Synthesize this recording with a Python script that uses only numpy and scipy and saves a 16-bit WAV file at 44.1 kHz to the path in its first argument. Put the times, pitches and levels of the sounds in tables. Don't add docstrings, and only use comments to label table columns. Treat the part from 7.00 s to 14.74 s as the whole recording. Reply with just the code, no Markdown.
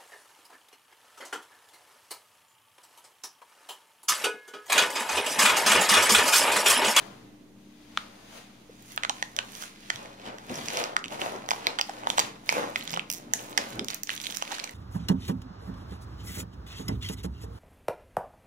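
import sys
import numpy as np
from scipy import signal
from scipy.io import wavfile

SR = 44100
rng = np.random.default_rng(int(sys.argv[2]) if len(sys.argv) > 2 else 0)


def gain_from_db(level_db):
    decades = np.asarray(level_db, float) / 20
    return 10 ** decades


def output_pcm(signal):
    pcm = np.clip(np.atleast_2d(signal).T, -1, 1) * 32767
    wavfile.write(sys.argv[1], SR, np.round(pcm).astype(np.int16))


N = 341276

# f/Hz, level/dB per Hz
AIR_SPECTRUM = [(25, -16), (60, -11), (82, -31), (100, -19), (130, -9), (220, -2.5), (330, -6.5),
                (450, -11), (1400, -25.5), (3300, -29.5), (7000, -35.5), (15000, -37.5), (16500, -58)]
AIR_DB = -55
# f/Hz, correlation
AIR_LIKENESS = [(60, .92), (130, .97), (280, .9), (600, .4), (15000, .1)]
# f/Hz, level/dB, width/Hz
HUM_LINES = [(59.5, -69, 4.4), (117.9, -61.5, 3.5), (160, -70.5, 3.1), (199.5, -59, 10.5), (234, -62, 8.7),
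             (299, -60, 3.1)]
# f/Hz, t60/s
ROOM_DECAY = [(250, 0.086), (1000, 0.35), (3000, 0.22), (8000, 0.25), (15000, 0.16)]

# t/s, left minus right level/dB
PACK_PAN = [(0.0, 7.5), (0.56, -17), (0.6, 1), (1.55, -1), (1.68, -6.5), (2.54, -12.5), (3.23, -6),
            (5.17, -7.5), (5.62, -12), (6.12, -9.5), (7.74, -19)]
LIFTED_S = 1.7
PORT_LAG = 16

# f/Hz, width/Hz, level/dB
CARD_MODES = [(322, 940, 7), (577, 820, 20.5), (800, 1230, 12.5)]
SHELL_MODES = [(1300, 2400, 3), (2410, 2650, 4.5), (3540, 2200, -4)]
SCUFF_MODES = [(6500, 2300, 17.5), (9700, 3800, 11.5), (12500, 20200, 11)]
TABLE_MODES = [(136, 110, -8), (151.5, 28, 0), (224.4, 188, 7.5)]

# t/s, length/s, f/Hz, width/Hz, level/dB
GROANS = [(1.686, 0.024, 450, 97.2, -45.5), (4.885, 0.024, 766, 150, -34.5), (5.494, 0.1, 2410, 400, -36.5),
          (5.54, 0.0906, 496, 40, -32), (5.84, 0.22, 156, 24.6, -42), (6.716, 0.13, 120, 32.41, -42.5),
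          (6.72, 0.17, 295, 80, -42), (7.501, 0.041, 800, 300, -36.5), (2.93, .06, 110, 30, -49),
          (2.965, .06, 210, 40, -49), (3.22, .12, 230, 30, -47), (3.25, .07, 70, 30, -55),
          (3.72, .16, 504, 20, -40), (3.73, .13, 690, 60, -39), (4.03, .07, 70, 30, -55),
          (4.1, .06, 700, 250, -41), (4.32, .06, 450, 200, -36), (3.49, .04, 330, 300, -39),
          (6.7, .14, 55, 25, -54), (7.225, .06, 3350, 600, -43), (2.096, .022, 850, 120, -35),
          (6.72, .18, 420, 250, -42), (3.53, .06, 5600, 900, -45), (4.215, .08, 650, 200, -38)]

# t/s of deepest bend, level/dB, rise/s, fall/s
FLEXES = [(0, -43.5, .1, 0.29), (1.05, -52, 0.27, 1), (1.376, -46.5, 0.14, .065),
          (2.045, -51.5, 0.11, 0.037), (2.19, -54.5, 0.26, 0.38), (2.386, -42, .03, 0.068),
          (2.628, -53.5, 0.21, 0.13), (3.0, -44, .12, 0.23), (3.266, -39, 0.054, .17),
          (3.501, -38, 0.022, 0.23), (3.783, -31, 0.11, 0.17), (4.131, -36, .04, 0.088),
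          (4.22, -32, 0.04, 0.15), (4.335, -35.5, .015, 0.11), (4.508, -42, 0.099, 0.24),
          (4.687, -36, 0.091, 0.1), (4.8, -51, .08, 0.021), (4.902, -45, .02, 0.17),
          (5.08, -39.5, 0.24, 0.26), (5.19, -37, 0.024, 0.11), (5.583, -28, 0.064, 0.12),
          (5.78, -52, 0.098, .4), (5.973, -41.5, 0.099, 0.076), (6.45, -45, 0.3, 0.33),
          (6.587, -39, 0.03, .17), (6.787, -41.5, 0.12, .085), (6.905, -54, 0.14, 0.12),
          (7.104, -61, .04, .055), (7.29, -51, 0.016, .09), (7.524, -44.5, 0.14, 0.35)]
# t/s of fastest slide, rub level/dB, scuff level/dB, rise/s, fall/s
SLIDES = [(1.0, -51, -56, 0.53, 2.5), (1.376, -42.5, -44.5, 0.15, 0.1), (1.932, -46.5, -43, .16, 0.042),
          (2.16, -45.5, -46, 0.11, 0.22), (2.628, -38, -36, 0.19, 0.082), (2.95, -41.5, -48.5, 0.28, 0.27),
          (3.269, -39, -52, 0.07, 0.051), (3.784, -30, -35, 0.25, 0.12), (4.128, -36.5, -40, 0.04, 0.06),
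          (4.687, -36.5, -60, 0.12, 0.094), (4.87, -43.5, -48.5, .15, 0.43),
          (5.584, -35.5, -36.5, 0.11, 0.043), (5.92, -38.5, -47, 0.14, 0.13), (6.72, -50, -44.5, .2, 0.15),
          (7.252, -42, -35, 0.054, 0.071), (7.358, -40.5, -43, 0.3, 0.79)]
# t/s, rub level/dB, scuff level/dB, fall/s
SLIPS = [(0, -48.5, -52.5, 0.5), (.984, -40, -52, 0.091), (2.045, -41, -53, .02), (2.395, -44, -60, 0.13),
         (3.5, -40, -46, 0.1), (3.545, -39, -39, 0.1), (4.21, -36, -38, .22), (4.508, -40, -40, 0.21),
         (5.095, -39, -35, 0.1), (5.19, -29, -33, 0.11), (5.497, -33.5, -34.5, 0.27),
         (5.769, -39.5, -46, 0.29), (6.12, -45, -45, 0.19), (6.351, -42, -39, 0.29),
         (6.587, -35.5, -41, 0.21), (6.905, -34, -38, 0.064), (7.11, -32, -34, 0.075),
         (7.524, -33, -38.5, 0.12)]
SLIP_RISE_S = 0.032
# t/s, level/dB, swell/s
THUDS = [(0, -43.5, 0.52), (1.376, -50, .06), (2.104, -54, 0.16), (2.5, -52, .15), (2.955, -51, 0.17),
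         (3.28, -48, 0.057), (3.513, -31, 0.028), (3.612, -39.5, .17), (4.061, -52, 0.041), (4.3, -47, 1),
         (5.093, -41.5, 0.048), (5.249, -42, 0.14), (5.6, -39, 0.14), (5.822, -43, 0.2), (6.24, -42, 0.2),
         (6.6, -46.5, 0.6), (6.8, -39, 0.15), (7.195, -50, 0.054), (7.524, -58, 0.11)]
STROKE_DROP_DB = 15
REST_FLEX_DB, REST_RUB_DB, REST_SCUFF_DB, REST_THUD_DB = -80.5, -70, -65, -66

# t/s, peak level/dB, shell f/Hz, crack level/dB, card level/dB
KNOCKS = [(2.226, -12, 1850, -8, -7), (2.0985, -16, 3400, -12, 12), (4.4889, -16, 1860, -2.5, 1.5),
          (4.5148, -9.5, 3200, -2, 9.5), (4.534, -20, 2000, -10, 8), (5.035, -28, 2000, -12, 10),
          (4.7967, -15, 1960, -27, 1), (5.0713, -8.5, 3140, -10, 9), (5.1017, -6.5, 3380, -7.5, -8),
          (5.182, -5, 3450, -3.5, 4), (5.1935, -2.5, 4200, -2.5, -5), (5.1994, -6, 3460, 1, -8),
          (5.5252, -13, 4940, 8, 15), (5.939, -15.5, 2640, -7, -1), (5.9736, -14, 3230, -3, 12.5),
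          (6.1011, -10, 3030, 8, -10), (6.115, -9, 2860, 17, -5), (7.4239, -12, 2860, -3, 1.5),
          (7.642, -13.5, 4670, 1.5, -5.5)]
# t/s, peak level/dB, shell f/Hz, crack level/dB, card level/dB
POPS = [(1.9767, -12.5, 2580, -18, 1.5), (2.0348, -7.5, 2000, -10.5, -4), (2.0495, -11, 1980, -12, 3.5),
        (2.3887, -5.5, 2470, -8.5, -2), (2.9025, -7.5, 1780, -7.5, -5.5), (3.9658, -5.5, 1870, -3, 9.5),
        (4.7876, -11.5, 3350, -18, -0.5), (5.7591, -7.5, 2020, -30, -6), (6.8458, -17.5, 4800, 7, -7),
        (6.8844, -13, 3400, 0, -14), (6.903, -16, 3980, -4, -8), (7.0932, -12, 1800, -23, -7),
        (7.3705, -9, 4080, 6.5, -6.5)]
FACE_HZ, EDGE_HZ = 960, 1402
# t/s, peak level/dB, shell f/Hz, crack level/dB
CRACKS = [(3.6844, -12.5, 5000, -8), (4.0415, -18.5, 2350, -20), (4.2165, -12.5, 3000, -14),
          (5.925, -21, 5000, 8), (5.9321, -19, 4700, -17), (5.963, -19.5, 2930, -30),
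          (5.9949, -13, 2630, -30), (6.126, -13, 4790, 14), (6.9452, -7.5, 4530, 14),
          (7.0338, -9, 4700, 9.5), (7.1032, -14, 2800, -10), (7.2682, -14, 3400, -15),
          (7.3085, -21, 1490, 8), (7.5985, -14.5, 4180, -26)]
FREE_KNOCK_DB = -29
# t/s, peak level/dB, shell f/Hz
CREASES = [(2.624, -24, 1280), (2.637, -24.5, 1420), (2.8999, -20, 1800), (3.3844, -27, 1790),
           (3.7031, -19.5, 1960), (4.6792, -29, 1550), (4.793, -12.5, 1950), (4.895, -24.5, 1440),
           (5.1777, -12.5, 2720), (5.4996, -15, 2010), (6.5794, -19, 1800), (6.5862, -18, 1860),
           (7.342, -27, 1840), (7.507, -28, 1350), (7.5216, -19, 1560), (7.5657, -25, 3080),
           (7.5836, -23, 1580), (7.6933, -24, 1930)]
CREASE_BRIGHT_DB = -4.5
# t/s, peak level/dB, crack level/dB
TICKS = [(1.9624, -21, 21), (2.365, -15.5, 2), (2.552, -23.5, 3), (2.6193, -22, 13), (2.959, -21.5, -3),
         (3.6591, -23, 4), (4.082, -25.5, -4), (5.764, -24, 3), (5.8765, -17.5, -6), (5.906, -20.5, 0),
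         (5.944, -21, 1), (6.136, -15.5, 12), (6.1426, -19, 13), (6.1483, -20.5, 9), (6.9089, -20, 8),
         (7.152, -20, 16), (7.1639, -22, 3), (7.2013, -22, -6), (7.2149, -21, 3), (7.2574, -21.5, -10),
         (7.301, -22, -5), (7.3236, -20, -2), (7.3466, -18, 5), (7.3513, -21.5, 2), (7.364, -19, 10),
         (7.5177, -17, -3)]
FILM_HZ, SEAM_HZ = 3480, 4200
# start t/s, end t/s, gap/s, peak level/dB, crack level/dB
PEELS = [
    (6.155, 6.186, 0.0057, -27, 9),
    (7.239, 7.247, .0039, -21.5, -5),
    (7.543, 7.551, .004, -23.5, -5),
]
# t/s, peak level/dB
SPECKS = [(1.8233, -41), (1.9182, -38), (2.5192, -33), (2.5694, -35), (3.4665, -44), (5.1714, -32),
          (5.461, -37), (5.4764, -38), (5.7009, -37), (5.7744, -33), (5.7824, -34), (5.7894, -33),
          (5.7954, -35), (5.8354, -35), (5.8404, -34), (5.8524, -35), (5.9155, -27), (6.4094, -34),
          (6.4144, -36), (6.4254, -36), (6.4384, -36), (6.4434, -37), (6.4634, -39), (6.4961, -38),
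          (6.5044, -38), (6.5094, -38), (6.5144, -37), (6.6864, -40), (6.6924, -38), (6.7037, -34),
          (6.7306, -37), (6.755, -38), (7.1324, -31), (7.2204, -33), (7.2284, -31), (7.272, -25),
          (7.3114, -34), (7.3164, -32), (7.3844, -32), (7.7094, -36)]
SPECK_DB, SPECK_BRIGHT_DB, SPECK_CRACK_HZ = 5, 10, 7400
# t/s, peak level/dB, shell f/Hz
FLICKS = [(3.0574, -36, 2090), (3.1971, -42, 2510), (3.2625, -35, 3050), (3.496, -34, 2610),
          (3.5414, -30, 5420), (3.5554, -29, 5650), (3.8004, -25, 3090), (3.8144, -27, 2570),
          (3.9904, -37, 5000), (4.0494, -32, 2440), (4.0574, -29, 2470), (4.1056, -37, 2540),
          (4.123, -32, 2540), (4.1964, -33, 2050), (4.2114, -29, 2940), (4.3614, -38, 5500),
          (4.4214, -40, 2350), (4.4614, -38, 4500), (5.0429, -39, 2760), (5.8092, -27, 2800),
          (5.8244, -31, 3800), (5.8944, -26, 4820), (6.3924, -32, 3000), (6.5276, -35, 3500),
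          (7.0718, -27, 5900), (7.1374, -31, 3440), (7.1764, -25, 3130), (7.3044, -28, 3440),
          (7.4154, -31, 2770), (7.4514, -31, 3140), (7.4764, -32, 2570), (7.5934, -28, 2670),
          (7.6384, -26, 2400), (7.6745, -32, 2360)]
FLICK_DB, FLICK_BRIGHT_DB, FLICK_LATE_S = 5, -8, 0.0007
# t/s, peak level/dB, shell f/Hz, crack level/dB, crack f/Hz
BANGS = [(6.3363, -2.5, 1750, 9, 6500), (6.5764, -2, 1900, 1, 5300), (6.5788, -6, 1900, -8, 6800),
         (5.4916, -4.5, 2300, -3, 4500), (4.8123, -5, 2900, 3, 5000), (4.5078, -8, 2270, -1, 5000),
         (4.669, -4, 2300, 1, 3700), (0.9741, -9, 1300, -11, 3200), (3.7715, -13, 2480, 2, 5400),
         (3.8396, -14.5, 2900, 2, 5000), (6.794, -11.5, 3350, -4, 5000), (2.0956, -8, 3450, -3, 5600)]
BANG_KNOCK_DB = -9
BANG_TOP_DB, SPECK_TOP_DB = -16, -5


def evened(x):
    return x / np.sqrt(np.mean(x ** 2) + 1e-20)


def read(points, hz):
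    f, value = np.transpose(points)
    return np.interp(np.log(hz + 1), np.log(f + 1), value)


def add(mix, s, sound):
    part = mix[round(s * SR):][:len(sound)]
    part += sound[:len(part)]


def resonate(x, hz, width):
    b, a = signal.iirpeak(hz, hz / width, SR)
    return signal.lfilter(b, a, signal.lfilter(b, a, x))


def band(x, lo_hz, hi_hz):
    return signal.sosfilt(signal.butter(2, [lo_hz, hi_hz], "band", fs=SR, output="sos"), x)


def air():
    frames, hz = N // 512 + 5, np.fft.rfftfreq(2048, 1 / SR)
    a, b, c, d = rng.standard_normal((frames, 1025, 4)).T
    same = np.clip(read(AIR_LIKENESS, hz), -1, 1)[:, None]
    left = a + 1j * b
    right = same * left + np.sqrt(1 - same ** 2) * (c + 1j * d)
    spectra = np.array([left, right]) * gain_from_db(read(AIR_SPECTRUM, hz))[:, None]
    tone = signal.istft(spectra, nperseg=2048, noverlap=1536)[1][:, :N]
    return gain_from_db(AIR_DB - 2.5) * evened(tone)


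def hum():
    t, out = np.arange(N) / SR, 0
    for hz, db, width in HUM_LINES:
        waver = evened(resonate(rng.standard_normal(N), hz, width))
        out = out + gain_from_db(db) * (np.sin(2 * np.pi * hz * t) + 0.4 * waver)
    return out * gain_from_db(np.array([[.8], [-.8]]))


def tail():
    taps = np.zeros((2, SR // 2))
    jitter = rng.integers(0, 20, (2, (SR // 2 - 121) // 20))
    at = np.arange(120, SR // 2 - 20, 20) + jitter
    np.put_along_axis(taps, at, rng.choice([-1., 1.], at.shape), 1)
    hz, t, z = signal.stft(taps, SR, nperseg=256)
    decay = gain_from_db(-60 * t / read(ROOM_DECAY, hz)[:, None])
    echo = signal.istft(z * decay, SR, nperseg=256)[1]
    return echo / np.linalg.norm(echo[0])


def room(x):
    turn = 2 * np.pi * 2.3 * np.arange(N) / SR
    out = 0
    for k in range(3):
        share = np.sqrt(2 / 3) * np.cos(turn / 2 + k * np.pi / 3)
        out = out + signal.oaconvolve(x[1:] * share, tail()[:, :SR // 3], axes=1)[:, :N]
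    return out


def groans():
    out = np.zeros(N)
    for s, length, hz, width, db in GROANS:
        ring = resonate(rng.standard_normal(SR // 2), hz, width)[-round(length * SR):]
        add(out, s, gain_from_db(db) * evened(ring) * np.hanning(len(ring)))
    return out


def ports(x, shade_db):
    t = np.arange(N) / SR
    pan_db = np.interp(t, *np.transpose(PACK_PAN)) + shade_db
    late = np.where(t > LIFTED_S, np.roll(x, PORT_LAG), x)
    bass = signal.lfilter([.14], [1, -.86], late)
    treble = np.diff(late, prepend=0)
    bent = .3 * np.roll(treble, 29)
    return np.array([bass + (late - bass + bent) * gain_from_db(pan_db), x])


def strokes(s, db, rise, fall, rest_db):
    t = np.arange(0, N / SR + .01, .002)[:, None]
    before = (s - t) / np.maximum(rise, .005)
    after = (t - s) / np.maximum(fall, .005)
    away = np.where(t < s, before, after)
    power = (gain_from_db(db - STROKE_DROP_DB * away) ** 2).sum(1) + gain_from_db(rest_db) ** 2
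    return np.interp(np.arange(N) / SR, t[:, 0], 10 * np.log10(power))


def friction(level_db, modes, per_s, spread_db, smooth, shade_db):
    sizes = gain_from_db(spread_db * np.minimum(rng.exponential(1, N), 4))
    slips = sizes * (rng.random(N) < per_s / SR)
    slips[:round(LIFTED_S * SR)] /= 4
    clicks = evened(slips * rng.standard_normal(N))
    drive = clicks + smooth * rng.standard_normal((2, N))
    ringing = sum(gain_from_db(db) * resonate(drive, hz, width) for hz, width, db in modes)
    left, right = evened(ringing) * gain_from_db(level_db)
    return np.array([ports(1.33 * left + 0.077 * right, shade_db)[0], right])


def hands():
    slips = [(s, rub, scuff, SLIP_RISE_S, fall) for s, rub, scuff, fall in SLIPS]
    s, rub, scuff, rise, fall = np.transpose(list(SLIDES) + slips)
    at, push, swell = np.transpose(THUDS)
    flex_db = strokes(*np.transpose(FLEXES), REST_FLEX_DB)
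    rub_db = strokes(s, rub, rise, fall, REST_RUB_DB)
    scuff_db = strokes(s, scuff, rise, 0.74 * fall, REST_SCUFF_DB)
    thud_db = strokes(at, push, swell, swell, REST_THUD_DB)
    card = friction(flex_db - 1.5, CARD_MODES, per_s=500, spread_db=3.3, smooth=.7, shade_db=2.5)
    shell = friction(rub_db - 5.5, SHELL_MODES, per_s=900, spread_db=4.2, smooth=1.0, shade_db=1.0)
    fine = friction(scuff_db - 6.0, SCUFF_MODES, per_s=1400, spread_db=4.5, smooth=1.0, shade_db=-2.9)
    table = friction(thud_db - 3.5, TABLE_MODES, per_s=300, spread_db=2.5, smooth=1.0, shade_db=0.59)
    return card + shell + fine + table[1]


def splinters(count):
    t = np.arange(500) / SR
    burst = 0.15 * rng.standard_normal((count, len(t))) * (t / 0.00071) * np.exp(-t / 0.0008)
    burst[:, 26] += 1
    shell, card, crack = band(burst, 1994, 3740), band(burst, 660, 1680), band(burst, 10670, 19200)
    return zip(burst, shell, card, crack)


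def snap(parts, peak_db, mode_hz, bright_db, card_hz=1000, card_db=-14, crack_hz=5880, top_db=-8.5):
    burst, mid, low, high = parts
    shell = evened(resonate(burst, mode_hz, 0.36 * mode_hz)) + 0.7 * evened(mid)
    card = evened(resonate(burst, card_hz, 0.56 * card_hz)) + 0.25 * evened(low)
    edge = resonate(burst, crack_hz, 0.33 * crack_hz)
    crack = evened(edge) + gain_from_db(top_db + 0.85 * bright_db) * evened(high)
    x = evened(shell) + gain_from_db(card_db) * card + gain_from_db(bright_db) * evened(crack)
    return gain_from_db(peak_db + 2.7) * x / abs(x).max()


def snaps():
    rows = [(s, db, hz, bright, FACE_HZ, card) for s, db, hz, bright, card in KNOCKS]
    rows += [(s, db, hz, bright, EDGE_HZ, card) for s, db, hz, bright, card in POPS]
    rows += [(*row, EDGE_HZ, FREE_KNOCK_DB) for row in CRACKS]
    rows += [(*row, CREASE_BRIGHT_DB) for row in CREASES]
    rows += [(s, db, FILM_HZ, bright) for s, db, bright in TICKS]
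    for start, end, gap, db, bright in PEELS:
        rows += [(s, db, SEAM_HZ, bright) for s in np.arange(start, end, gap)]
    free = (EDGE_HZ, FREE_KNOCK_DB)
    for s, db in SPECKS:
        rows.append((s + FLICK_LATE_S, db + SPECK_DB, FILM_HZ, SPECK_BRIGHT_DB, *free,
                     SPECK_CRACK_HZ, SPECK_TOP_DB))
    for s, db, hz in FLICKS:
        rows.append((s + FLICK_LATE_S, db + FLICK_DB, hz, FLICK_BRIGHT_DB, *free))
    for s, db, hz, bright, crack_hz in BANGS:
        rows.append((s, db, hz, bright, FACE_HZ, BANG_KNOCK_DB, crack_hz, BANG_TOP_DB))
    out = np.zeros(N)
    for row, parts in zip(rows, splinters(count=220)):
        add(out, row[0] - .0005, snap(parts, *row[1:]))
    return ports(out, 0.049)


def scene():
    pops, rubs = snaps(), hands()
    answer = room(gain_from_db(-14.5) * pops + gain_from_db(-4.5) * rubs)
    return air() + hum() + answer + groans() + rubs + pops


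def band_limit(x):
    return signal.sosfilt(signal.butter(12, 16670, fs=SR, output="sos"), x)


def record(dry):
    soft = np.tanh(dry * 1.01) / 1.074
    edge = signal.firwin(255, 15700, fs=SR)
    mix = signal.oaconvolve(soft, edge[None], "same") - .0006
    return band_limit(mix)


dry = scene()
out = record(dry)
output_pcm(out)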